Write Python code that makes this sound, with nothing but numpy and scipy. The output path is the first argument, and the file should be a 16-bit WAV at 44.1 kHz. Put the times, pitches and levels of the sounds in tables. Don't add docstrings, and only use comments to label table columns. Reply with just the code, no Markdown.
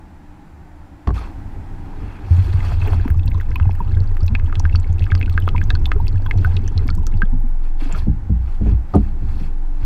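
import sys
import numpy as np
from scipy import signal
from scipy.io import wavfile
from scipy.ndimage import uniform_filter1d

SR = 44100
rng = np.random.default_rng(int(sys.argv[2]) if len(sys.argv) > 2 else 0)


def store_wav(level_fs):
    pcm = np.round(np.clip(np.atleast_2d(level_fs), -1, 1) * 32767)
    wavfile.write(sys.argv[1], SR, pcm.T.astype(np.int16))


N = 434385
TOP_HZ = SR / 2 - 2000

# start_s, level_db [dB], pitch_hz [Hz]
GULPS = [(2.308, -4.5, 84.5), (2.379, -12.5, 95.2), (2.454, -15, 82.3), (2.541, -10, 88.6),
         (2.592, -14, 84), (2.726, -12.5, 86), (2.82, -13.5, 89.4), (2.919, -14.5, 83.7), (2.968, -16, 92),
         (3.104, -10, 80), (3.158, -12, 92), (3.252, -14.5, 92.6), (3.348, -13, 85), (3.61, -8, 79.9),
         (3.668, -6, 86.6), (3.879, -16, 86.4), (3.963, -10.5, 83.9), (4.008, -10.5, 92.4),
         (4.225, -9, 83.2), (4.319, -13.5, 88), (4.431, -13.5, 79), (4.57, -10.5, 88), (4.641, -8.5, 79.5),
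         (4.74, -10.5, 84.3), (4.896, -9.5, 85.9), (5.013, -12.5, 92), (5.121, -7.5, 86.3),
         (5.269, -12.5, 83.8), (5.351, -13, 85), (5.429, -12, 85.3), (5.536, -10.5, 82.5), (5.58, -9, 86),
         (5.733, -14, 80.8), (5.82, -12, 66.4), (5.955, -14.5, 66.5), (6.015, -16, 87), (6.14, -11, 92.5),
         (6.356, -11.5, 91.8), (6.387, -18, 83.7), (6.451, -9.5, 81), (6.542, -11.5, 82),
         (6.588, -24, 82.4), (6.756, -11, 84.2), (6.882, -14, 79.4), (6.973, -16, 78), (7.14, -21, 92.3),
         (7.323, -21.5, 98.6)]
FILL_START_S, FILL_STOP_S = GULPS[0][0], GULPS[-1][0]


def gain_of(db):
    return 10 ** (np.asarray(db) / 20)


def evened(x):
    return x / np.sqrt(np.mean(x ** 2) + 1e-20)


def along(rows, axis=1):
    rows = np.array(rows)
    return np.interp(np.arange(N) / SR, rows[:, 0], rows[:, axis])


def add(mix, start_s, sound):
    part = mix[round(start_s * SR):][:len(sound)]
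    part += sound[:len(part)]


def band_noise(low_hz, high_hz, rows, length):
    band = signal.butter(2, [low_hz, high_hz], "band", fs=SR)
    return signal.lfilter(*band, rng.standard_normal((rows, length)))


def noise(shape, patchy_db, flicker_db, size=1024):
    frames, hz = 4 * N // size + 5, np.fft.rfftfreq(size, 1 / SR)
    real, imaginary, patches = rng.standard_normal((frames, len(hz), 3)).T
    patches = uniform_filter1d(patches, size=9, axis=0)
    patches = evened(uniform_filter1d(patches, size=9, axis=1))
    flicker = evened(uniform_filter1d(rng.standard_normal(frames), size=3))
    shape_hz, shape_db = np.transpose(shape)
    level_db = np.interp(np.log(hz + 1), np.log(shape_hz + 1), shape_db)[:, None]
    level_db = level_db + patchy_db * patches + flicker_db * flicker
    spectra = (real + 1j * imaginary) * gain_of(level_db)
    sound = signal.istft(spectra, nperseg=size, noverlap=3 * size // 4)[1]
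    return evened(sound[:N])


def resonate(x, modes):
    out = np.zeros(len(x))
    for hz, width_hz, db in modes:
        pole = np.exp((2j * hz - width_hz) * np.pi / SR)
        twice = np.convolve([1, -pole], [1, -pole])
        out += gain_of(db) * evened(signal.lfilter([1], twice, x).real)
    return evened(out)


def ring(hz, t60_s, rise_s, glide=0.):
    t = np.arange(int(t60_s * SR) + 8) / SR
    shape = gain_of(-60 * t / t60_s) * (1 - np.exp(-t / rise_s))
    return shape / shape.max() * np.sin(2 * np.pi * hz * t * (1 + glide * t / t60_s / 2))


def surf():
    # [dB per Hz, relative]
    surf_spectrum = [(12, -29), (22, 9.5), (45, -18), (75, 2.5), (115, -15.5), (150, -7), (235, -16.5),
                     (300, -8), (430, -28.5), (700, -23.5), (796, -17), (1200, -30), (1510, -28.5),
                     (2600, -39), (3000, -43), (14500, -58.5)]
    # time_s, level_db [dB]
    surf_level = [(0, -41), (1.06, -40), (1.3, -36), (2.2, -38), (3.3, -39), (7.5, -40.5), (9.85, -39)]
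    # pitch_hz [Hz], level_db [dB rms]
    whine = [(7350, -84.5), (14700, -94)]
    t = np.arange(N) / SR
    tones = sum(gain_of(db) * np.sqrt(2) * np.sin(2 * np.pi * hz * t) for hz, db in whine)
    waves = noise(surf_spectrum, patchy_db=1.2, flicker_db=.2, size=8192)
    return gain_of(along(surf_level)) * waves + tones


def rocking(rest_hz=21.75):
    # time_s, level_db [dB rms]
    rocking_level = [(1.07, -36.5), (2.03, -31.5), (2.1, -48), (2.54, -24.5), (3.76, -21.5), (4.18, -15.5),
                     (4.3, -21), (4.4, -18), (5.28, -22), (5.91, -16.5), (6.72, -21.5), (7.21, -13.5),
                     (8.06, -18), (8.38, -35.5), (8.53, -18.5), (8.92, -29), (9.07, -21), (9.85, -18)]
    fade_in = np.clip((np.arange(N) / SR - rocking_level[0][0]) / .02, 0, 1)
    drift = evened(uniform_filter1d(rng.standard_normal(N), size=12000))
    hz = rest_hz * (1 + 0.0387 * drift)
    swing = np.sqrt(2) * np.sin(2 * np.pi * np.cumsum(hz) / SR)
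    return fade_in * gain_of(along(rocking_level)) * swing


def stirring():
    # time_s, slosh_db [dB], gurgle_db [dB]
    stir_level = [(1.075, -39, -53), (1.33, -32.5, -51), (2.14, -37.5, -43), (2.5, -19.5, -46),
                  (4.32, -24, -49), (5.79, -22.5, -41.5), (6.91, -24, -43), (7.45, -30, -54.5),
                  (7.6, -44, -58.5), (8.06, -25.5, -45.5), (8.5, -29, -60), (8.7, -34.5, -36),
                  (8.88, -35.5, -56), (9.3, -30, -44.5), (9.6, -56, -46.5), (9.85, -28.5, -56)]
    # [dB, relative]
    slosh_modes = [(31, 8.2, -10.5), (48.44, 22, 0), (63.1, 14, -2.5), (90.9, 23.5, -1.5)]
    # [dB, relative]
    gurgle_modes = [(151.2, 65, 0.5), (209.8, 37, 0.5), (281.4, 72, -1.5), (375.6, 80, -5.5)]
    fade_in = np.clip((np.arange(N) / SR - stir_level[0][0]) / .01, 0, 1)
    unevenness_db = 3.5 * evened(uniform_filter1d(rng.standard_normal(N), size=1500))
    pushes = rng.standard_normal((2, N)) * gain_of(unevenness_db)
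    slosh = gain_of(along(stir_level)) * resonate(pushes[0], slosh_modes)
    gurgle = gain_of(along(stir_level, axis=2)) * resonate(pushes[1], gurgle_modes)
    return fade_in * (slosh + gurgle)


def rushes():
    # start_s, rise_s, hold_s, level_db [dB], treble_db [dB above the rest]
    spells = [(1.137, 0.0055, .05, -45.5, 7), (1.178, 0.031, 0.046, -44.5, -3.5), (1.6, 0.44, .3, -50, -4),
              (2.25, 0.077, 0.17, -46, 5.5), (2.5, 0.027, 0.078, -47, 3.5), (2.578, 0.068, 0.094, -42, 4),
              (2.778, 0.042, 0.12, -39.5, -1), (2.944, 0.026, 0.11, -47, -6), (3.097, 0.28, 3.5, -57, -6.5),
              (6.328, 0.076, 0.15, -50.5, 4), (6.652, 0.13, 0.063, -52.5, 0),
              (7.595, 0.06, 0.009, -54, 4.5), (7.778, 0.032, 0.061, -45, 3.5),
              (7.877, 0.018, 0.055, -44, -0.5), (7.945, 0.015, 0.026, -42, 5), (8.336, 0.18, 0.034, -55, 5),
              (8.607, 0.062, 0.035, -47, -1.5), (8.853, 0.083, 0.15, -55, 2.5), (9.157, 0.13, 0.13, -55, 7),
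              (9.285, 0.13, 0.053, -53, 5.5), (9.734, 0.12, 0.0083, -49.5, 4)]
    # [dB per Hz, relative]
    hiss_spectrum = [(180, -49.5), (300, -1), (500, -16.5), (849, -7), (1970, -22.5), (2140, -16),
                     (2650, -23.5), (8560, -39), (14500, -44), (15500, -50)]
    edge_db, fall_db_per_s = -16.5, 260
    split_hz = 3500
    power, t = np.zeros((2, N)), np.arange(N) / SR
    for start_s, rise_s, hold_s, db, treble_db in spells:
        rise_db = edge_db * np.clip(1 - (t - start_s) / rise_s, 0, 1)
        fall_db = fall_db_per_s * np.maximum(t - start_s - rise_s - hold_s, 0)
        spell = (t > start_s) * gain_of(db + rise_db - fall_db) ** 2
        power += spell * gain_of([[0], [treble_db]]) ** 2
    hiss = noise(hiss_spectrum, patchy_db=3.0, flicker_db=1.0, size=256)
    low = signal.filtfilt(*signal.butter(2, split_hz, fs=SR), hiss)
    return np.sqrt(power[0]) * low + np.sqrt(power[1]) * (hiss - low)


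def housing(x, ring_db):
    # [dB, relative]
    case_modes = [(1260, 21, -5.5), (1666, 350, -3.5), (2624, 180, 0), (3300, 230, -5), (4330, 430, -2.5)]
    out = x.copy()
    for hz, width_hz, db in case_modes:
        out += gain_of(db + ring_db) * signal.lfilter(*signal.iirpeak(hz, hz / width_hz, SR), x)
    return out


def bucket(x):
    t = np.arange(2600) / SR
    tail = rng.standard_normal(len(t)) * gain_of(-60 * t / 0.029) * (t > .001)
    return x + gain_of(-8) * signal.oaconvolve(x, tail / np.linalg.norm(tail))[:N]


def knocks():
    # start_s, level_db [dB], contact_ms [ms],
    # length [factor on each mode's ring time], boom_db [dB on the two lowest modes]
    blows = [(1.073, -7.5, 0.56, 0.43, 0.5), (1.089, -13.5, 0.72, 0.58, -16), (1.104, -16, 0.69, 0.51, 7),
             (1.137, -10.5, 10.4, 0.69, 3), (8.07, -2.5, 3.2, 0.7, -4.5), (8.091, -11.5, 2.9, 0.6, -2.5),
             (8.296, -5.5, 3.25, 0.85, 0.5), (8.609, -8.5, 2.3, 0.88, 1), (8.66, -9.5, 1.95, 0.72, 4),
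             (8.721, -7, 4.8, 0.42, 3), (8.938, -4.5, 1.1, 1.05, -4), (8.949, 5, 1.49, 0.6, -10),
             (8.965, -4.5, 1.56, 1.07, -6.5), (8.983, -15.5, 3.1, 1.6, -3), (9.005, -9, 3.6, 0.76, -9.5),
             (9.222, -15, 2.3, 0.39, 4), (9.258, -14.5, 7.1, 1.2, 1), (9.33, -27, 2.6, 1.55, 8),
             (9.402, -15.5, 2.9, 0.79, -8)]
    # [s, before the blow's length factor]
    wall_modes = [(59.2, 3, 0.6), (85.7, 4.5, 0.23), (148.8, -4.5, 0.32), (204, -3, 0.24),
                  (286, -6.5, 0.17), (403, -7, 0.1), (471, -9, 0.059), (569, -8, 0.044), (703, -7, 0.077),
                  (837, -9, 0.061), (1130, -2, 0.044), (1380, -8.5, 0.022), (1700, -5.5, 0.016)]
    crack_db, crack_db_per_ms = -16, -17.5
    out, t = np.zeros(N), np.arange(900) / SR
    spots = rng.standard_normal((len(blows), len(wall_modes), 2))
    cracks = band_noise(1500., 6000., len(blows), len(t))
    cracks = housing(cracks, ring_db=8.5) / 0.92
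    for (start_s, db, contact_ms, length, boom_db), spot, crack in zip(blows, spots, cracks):
        fading_db = db + crack_db + crack_db_per_ms * contact_ms - 60 * t / 0.019
        add(out, start_s, gain_of(fading_db) * (1 - np.exp(-t / 0.0014)) * crack)
        for (hz, mode_db, t60_s), (share, shift) in zip(wall_modes, spot):
            level = gain_of(db - 10.5 + mode_db + 1.5 * share + boom_db * (hz < 120))
            level /= 1 + (hz * contact_ms / 1000) ** 4
            mode = ring(hz * (1 + 0.036 * shift), t60_s * length, rise_s=0.45 / hz + 0.0016)
            add(out, start_s, level * mode)
    return out


def ticks():
    # start_s, level_db [dB]
    tick_list = [(2.8745, -33), (2.93, -46), (3.0827, -40), (3.103, -33), (3.1371, -50), (3.181, -46),
                 (3.2583, -36), (3.3042, -42), (3.4084, -42), (3.558, -34), (3.7293, -45), (3.755, -43),
                 (3.8021, -43), (4.168, -45), (4.2454, -41), (4.2665, -38), (4.5957, -49), (5.0168, -48),
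                 (5.0397, -43), (5.1515, -49), (5.1957, -39), (5.299, -40), (5.3685, -52), (5.401, -34),
                 (5.4782, -41), (5.579, -50), (5.6224, -50), (5.6583, -44), (5.7032, -51), (5.791, -50),
                 (5.8649, -37), (6.0026, -43), (6.0693, -40), (6.262, -42), (6.2974, -42), (6.447, -37),
                 (6.872, -41), (6.9509, -40), (7.068, -38), (7.033, -52), (7.404, -42), (7.4892, -43)]
    # time_s, pitch_hz [Hz]
    tick_pitch = [(3.0, 14500), (5.1, 14100), (5.3, 12850), (7.1, 12600)]
    out, t = np.zeros(N), np.arange(200) / SR
    draws = rng.standard_normal((len(tick_list), len(t)))
    clicks = signal.lfilter(*signal.butter(2, [8500., 15000.], "band", fs=SR), draws)
    for (start_s, db), draw, click in zip(tick_list, draws, clicks):
        middle_hz = np.interp(start_s, *np.transpose(tick_pitch))
        hz = min(middle_hz * (1 + .015 * draw[0]), TOP_HZ)
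        add(out, start_s, gain_of(db - 3.0) * ring(hz, t60_s=0.0034, rise_s=.0006))
        click_shape = gain_of(db - 1.0 - 60 * t / 0.0074) * (1 - np.exp(-t / .0004))
        add(out, start_s, click_shape * click)
    return out


def fizz(per_s=95.):
    out, t = np.zeros(N), np.arange(200) / SR
    span_s = FILL_STOP_S - FILL_START_S
    draws = rng.random((int(per_s * span_s), 3))
    band = signal.butter(1, [900., 5000.], "band", fs=SR)
    snaps = signal.lfilter(*band, rng.standard_normal((len(draws), len(t))))
    for (when, size, loud), snap in zip(draws, snaps):
        start_s = FILL_START_S + when * span_s
        hz = 650 * (8000 / 650) ** size
        db = -53 - 3.9 * np.log(loud + 0.04)
        ping = ring(hz, 26 / hz + 0.002, rise_s=1.1 / hz, glide=0.49)
        add(out, start_s, gain_of(db - 3.1 * np.log2(hz / 1500)) * ping)
        add(out, start_s, gain_of(db - 3.5 - 60 * t / 0.01) * snap)
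    return out


def plops(per_s=34):
    low_hz, high_hz, cycles = 200, 1100, 16
    out, span_s = np.zeros(N), FILL_STOP_S - FILL_START_S
    for when, size, loud in rng.random((int(per_s * span_s), 3)):
        hz = low_hz * (high_hz / low_hz) ** (size ** 1.5)
        db = -43 - 2.6 * np.log(loud + 0.021) - 2.2 * np.log2(hz / low_hz)
        start_s = FILL_START_S + when ** .7 * span_s
        add(out, start_s, gain_of(db) * ring(hz, cycles / hz, rise_s=1.9 / hz, glide=0.87))
    return out


def bubbles():
    # start_s, level_db [dB], pitch_hz [Hz], t60_s [s to die by 60 dB]
    bubble_list = [(1.178, -33, 1220, 0.061), (1.18, -35, 3580, .006), (2.529, -33, 3930, .005),
                   (2.532, -32.5, 1800, .012), (2.86, -31, 844, 0.044), (2.998, -32.5, 1600, 0.015),
                   (2.605, -33.5, 2020, .028), (2.643, -33, 1170, 0.065), (2.719, -24.5, 635, 0.024),
                   (2.72, -22.5, 1200, 0.0035), (2.816, -33.5, 2570, 0.037), (2.873, -29.5, 405, .073),
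                   (2.918, -30, 736, 0.024), (3.05, -28, 890, 0.018), (3.056, -15.5, 239, 0.028),
                   (3.079, -21.5, 1550, 0.0031), (3.103, -25, 1650, 0.0062), (3.2614, -39, 7500, 0.0065),
                   (3.28, -27, 3870, 0.0034), (3.317, -31.5, 2270, 0.012), (3.274, -39, 2680, 0.022),
                   (3.346, -31.5, 1016, 0.021), (3.355, -46, 3470, 0.016), (3.507, -41, 5200, .005),
                   (3.514, -36, 1520, .025), (3.4005, -29.5, 1900, 0.028), (3.4116, -26, 1460, 0.01),
                   (3.517, -32.5, 2020, 0.008), (3.5575, -27, 963, 0.025), (3.558, -21, 2420, 0.018),
                   (3.5995, -18.5, 1310, 0.0057), (3.627, -38.5, 2700, 0.019), (3.655, -24.5, 746, 0.016),
                   (3.693, -21, 795, 0.016), (3.71, -32, 2350, 0.0072), (3.803, -20.5, 950, 0.028),
                   (3.806, -20.5, 151, 0.038), (3.9207, -41, 4100, 0.0041), (3.969, -34.5, 1540, 0.031),
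                   (4.0037, -30.5, 4230, 0.004), (4.075, -43, 4570, .012), (4.169, -24.5, 1490, 0.0029),
                   (4.2068, -36.5, 4540, 0.0084), (4.232, -35.5, 5170, 0.0059),
                   (4.2636, -31.5, 5900, 0.0032), (4.281, -30.5, 2520, 0.006), (4.2803, -26, 3920, 0.0048),
                   (4.297, -26, 193.6, 0.12), (4.35, -33, 766, 0.015), (4.3515, -21, 1710, 0.014),
                   (4.3514, -13, 2360, 0.015), (4.3973, -26, 1640, 0.0037), (4.497, -33.5, 1400, .025),
                   (4.527, -18.5, 1220, 0.0065), (4.5548, -19.5, 3250, 0.0021),
                   (4.597, -17.5, 5860, 0.0042), (4.601, -22, 830, 0.01), (4.6532, -17, 1510, 0.021),
                   (4.696, -29.5, 2260, 0.0085), (4.7265, -37, 2720, 0.032), (4.7503, -22, 1330, 0.012),
                   (4.757, -23, 4500, 0.013), (4.7572, -25.5, 2680, 0.0039), (4.8, -33, 7460, 0.0045),
                   (4.844, -34.5, 2180, .015), (4.897, -38, 780, 0.046), (4.9283, -36.5, 6560, .0048),
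                   (4.995, -28.5, 3550, 0.0021), (5.023, -28.5, 2480, 0.0062), (5.041, -27, 2720, 0.0032),
                   (5.0664, -28, 1580, 0.009), (5.103, -29, 2230, 0.026), (5.114, -29, 3380, 0.0091),
                   (5.1194, -15, 1566, 0.0098), (5.1515, -15.5, 1390, 0.0014), (5.152, -22.5, 4870, 0.0047),
                   (5.178, -36, 4430, 0.0049), (5.2131, -19, 2190, 0.008), (5.228, -21, 2450, 0.014),
                   (5.26, -29.5, 2640, 0.006), (5.278, -33, 1445, 0.037), (5.2971, -21, 2580, 0.00061),
                   (5.3264, -38, 4240, 0.0094), (5.3776, -10, 1527, 0.013), (5.423, -35.5, 3040, 0.029),
                   (5.47, -40, 3350, .021), (5.476, -15.5, 680, 0.0076), (5.4784, -13, 1240, 0.012),
                   (5.4893, -17.5, 2980, 0.0025), (5.548, -21, 930, 0.022), (5.5625, -25.5, 2200, 0.01),
                   (5.58, -22, 2330, 0.034), (5.6152, -20, 1590, 0.011), (5.6393, -32, 6140, 0.004),
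                   (5.7, -35, 694, 0.069), (5.7043, -15, 1650, 0.012), (5.704, -14, 3730, 0.0094),
                   (5.753, -24.5, 1460, 0.029), (5.7521, -23, 4320, 0.0088), (5.8569, -16, 3520, 0.011),
                   (5.865, -32, 764, 0.04), (5.9177, -6.5, 1530, 0.0033), (5.956, -28.5, 385, 0.051),
                   (6, -24.5, 844, 0.023), (6.07, -32, 2600, 0.0053), (6.0812, -23, 4600, 0.0057),
                   (6.221, -41, 4560, 0.005), (6.261, -32, 1020, 0.028), (6.262, -28, 1500, 0.028),
                   (6.264, -32.5, 3300, 0.012), (6.285, -31, 838, 0.036), (6.311, -12.5, 2080, 0.0098),
                   (6.352, -32, 720, 0.04), (6.3764, -33.5, 5710, 0.0045), (6.338, -32.5, 450, 0.037),
                   (6.385, -38, 4100, .008), (6.4476, -15.5, 1454, 0.043), (6.47, -28, 728, 0.039),
                   (6.567, -22.5, 3780, 0.0083), (6.569, -24, 2700, 0.0059), (6.678, -26, 6030, 0.0082),
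                   (6.679, -37, 1700, 0.015), (6.682, -41, 3000, .03), (6.761, -37, 730, 0.036),
                   (6.778, -22, 4080, 0.0099), (6.854, -23, 233, 0.03), (6.88, -26, 4830, 0.0019),
                   (6.8879, -27.5, 2270, 0.032), (6.89, -22.5, 1330, 0.01), (6.9015, -31, 1340, 0.045),
                   (6.903, -25.5, 4340, 0.007), (6.9522, -29, 7600, 0.0011), (7.0677, -18, 5940, 0.0035),
                   (7.069, -34.5, 1290, 0.035), (7.138, -37, 795, 0.046), (7.168, -46, 4870, 0.005),
                   (7.2196, -12.5, 1550, 0.036), (7.254, -41, 3270, 0.0055), (7.231, -14, 162, 0.025),
                   (7.33, -35, 820, 0.024), (7.326, -23.5, 233, 0.096), (7.436, -29.5, 226, 0.094),
                   (7.819, -24, 267, 0.035), (7.856, -30, 267, 0.082), (7.855, -38, 704, 0.053),
                   (7.9254, -26, 7270, 0.011), (7.931, -22, 149, 0.059), (7.945, -33, 1290, .03),
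                   (7.949, -27.5, 1350, 0.05), (8.956, -35, 9400, 0.0059), (8.958, -38, 7400, .005)]
    out, t = np.zeros(N), np.arange(700) / SR
    draws = rng.standard_normal((len(bubble_list), len(t) + 1))
    for (start_s, db, hz, t60_s), draw in zip(bubble_list, draws):
        rise_s = 0.15 / hz + (t60_s / 5 if hz < 1100 else 0)
        glide = (250 + 120 * draw[3]) / (hz + 600)
        add(out, start_s, gain_of(db - 3.0) * ring(hz, t60_s, rise_s, glide))
        twin_hz = min(hz * (1 + 0.3 * np.tanh(draw[1])), TOP_HZ)
        twin_s = start_s + 3 / hz * abs(draw[2])
        add(out, twin_s, gain_of(db - 14) * ring(twin_hz, .7 * t60_s, rise_s=.3 / hz))
        band = signal.butter(1, [hz / 2, min(2 * hz, TOP_HZ)], "band", fs=SR)
        snap = evened(signal.lfilter(*band, draw[1:])) * (1 - np.exp(-t * hz / 2.3))
        snap_t60_s = 0.001 + 0.32 * min(t60_s, .03)
        add(out, start_s, gain_of(db - 32 - 60 * t / snap_t60_s) * snap)
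    return out


def blops():
    growth_db_per_s = 4.5
    out = np.zeros(N)
    for (start_s, db, _), (lag, size, loud) in zip(GULPS, rng.standard_normal((len(GULPS), 3))):
        level_db = 0.35 * db - 39.5 + growth_db_per_s * (start_s - FILL_START_S) + 3.0 * loud
        wobble = ring(147 * (1 + 0.041 * abs(size)), t60_s=0.087, rise_s=0.0011, glide=0.3)
        add(out, start_s + .015 * abs(lag), gain_of(level_db) * wobble)
    return out


def glugs():
    out, t = np.zeros(N), np.arange(4000) / SR
    churn = evened(band_noise(130., 420., len(GULPS), len(t)))
    for (start_s, db, hz), lump in zip(GULPS, churn):
        add(out, start_s, gain_of(db) * ring(hz, 0.34, rise_s=0.0029, glide=0.14))
        lump_shape = gain_of(db - 31.0 - 60 * t / 0.11) * (1 - np.exp(-t / 0.0012))
        add(out, start_s, lump_shape * lump)
    return out


def scene():
    in_bucket = bucket(bubbles() + blops() + plops() + fizz())
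    bright = housing(in_bucket + ticks(), ring_db=-0.5) + housing(rushes(), ring_db=6)
    return (surf() + rocking() + stirring() + glugs() + bright + knocks())[None]


def record(dry):
    edge_hz = 15660
    soft = 1.596 * np.tanh(dry / 1.21)
    low_pass = signal.firwin(2047, edge_hz, window=("kaiser", 9), fs=SR)
    return signal.oaconvolve(soft, low_pass[None], "same")


dry = scene()
out = record(dry)
store_wav(out)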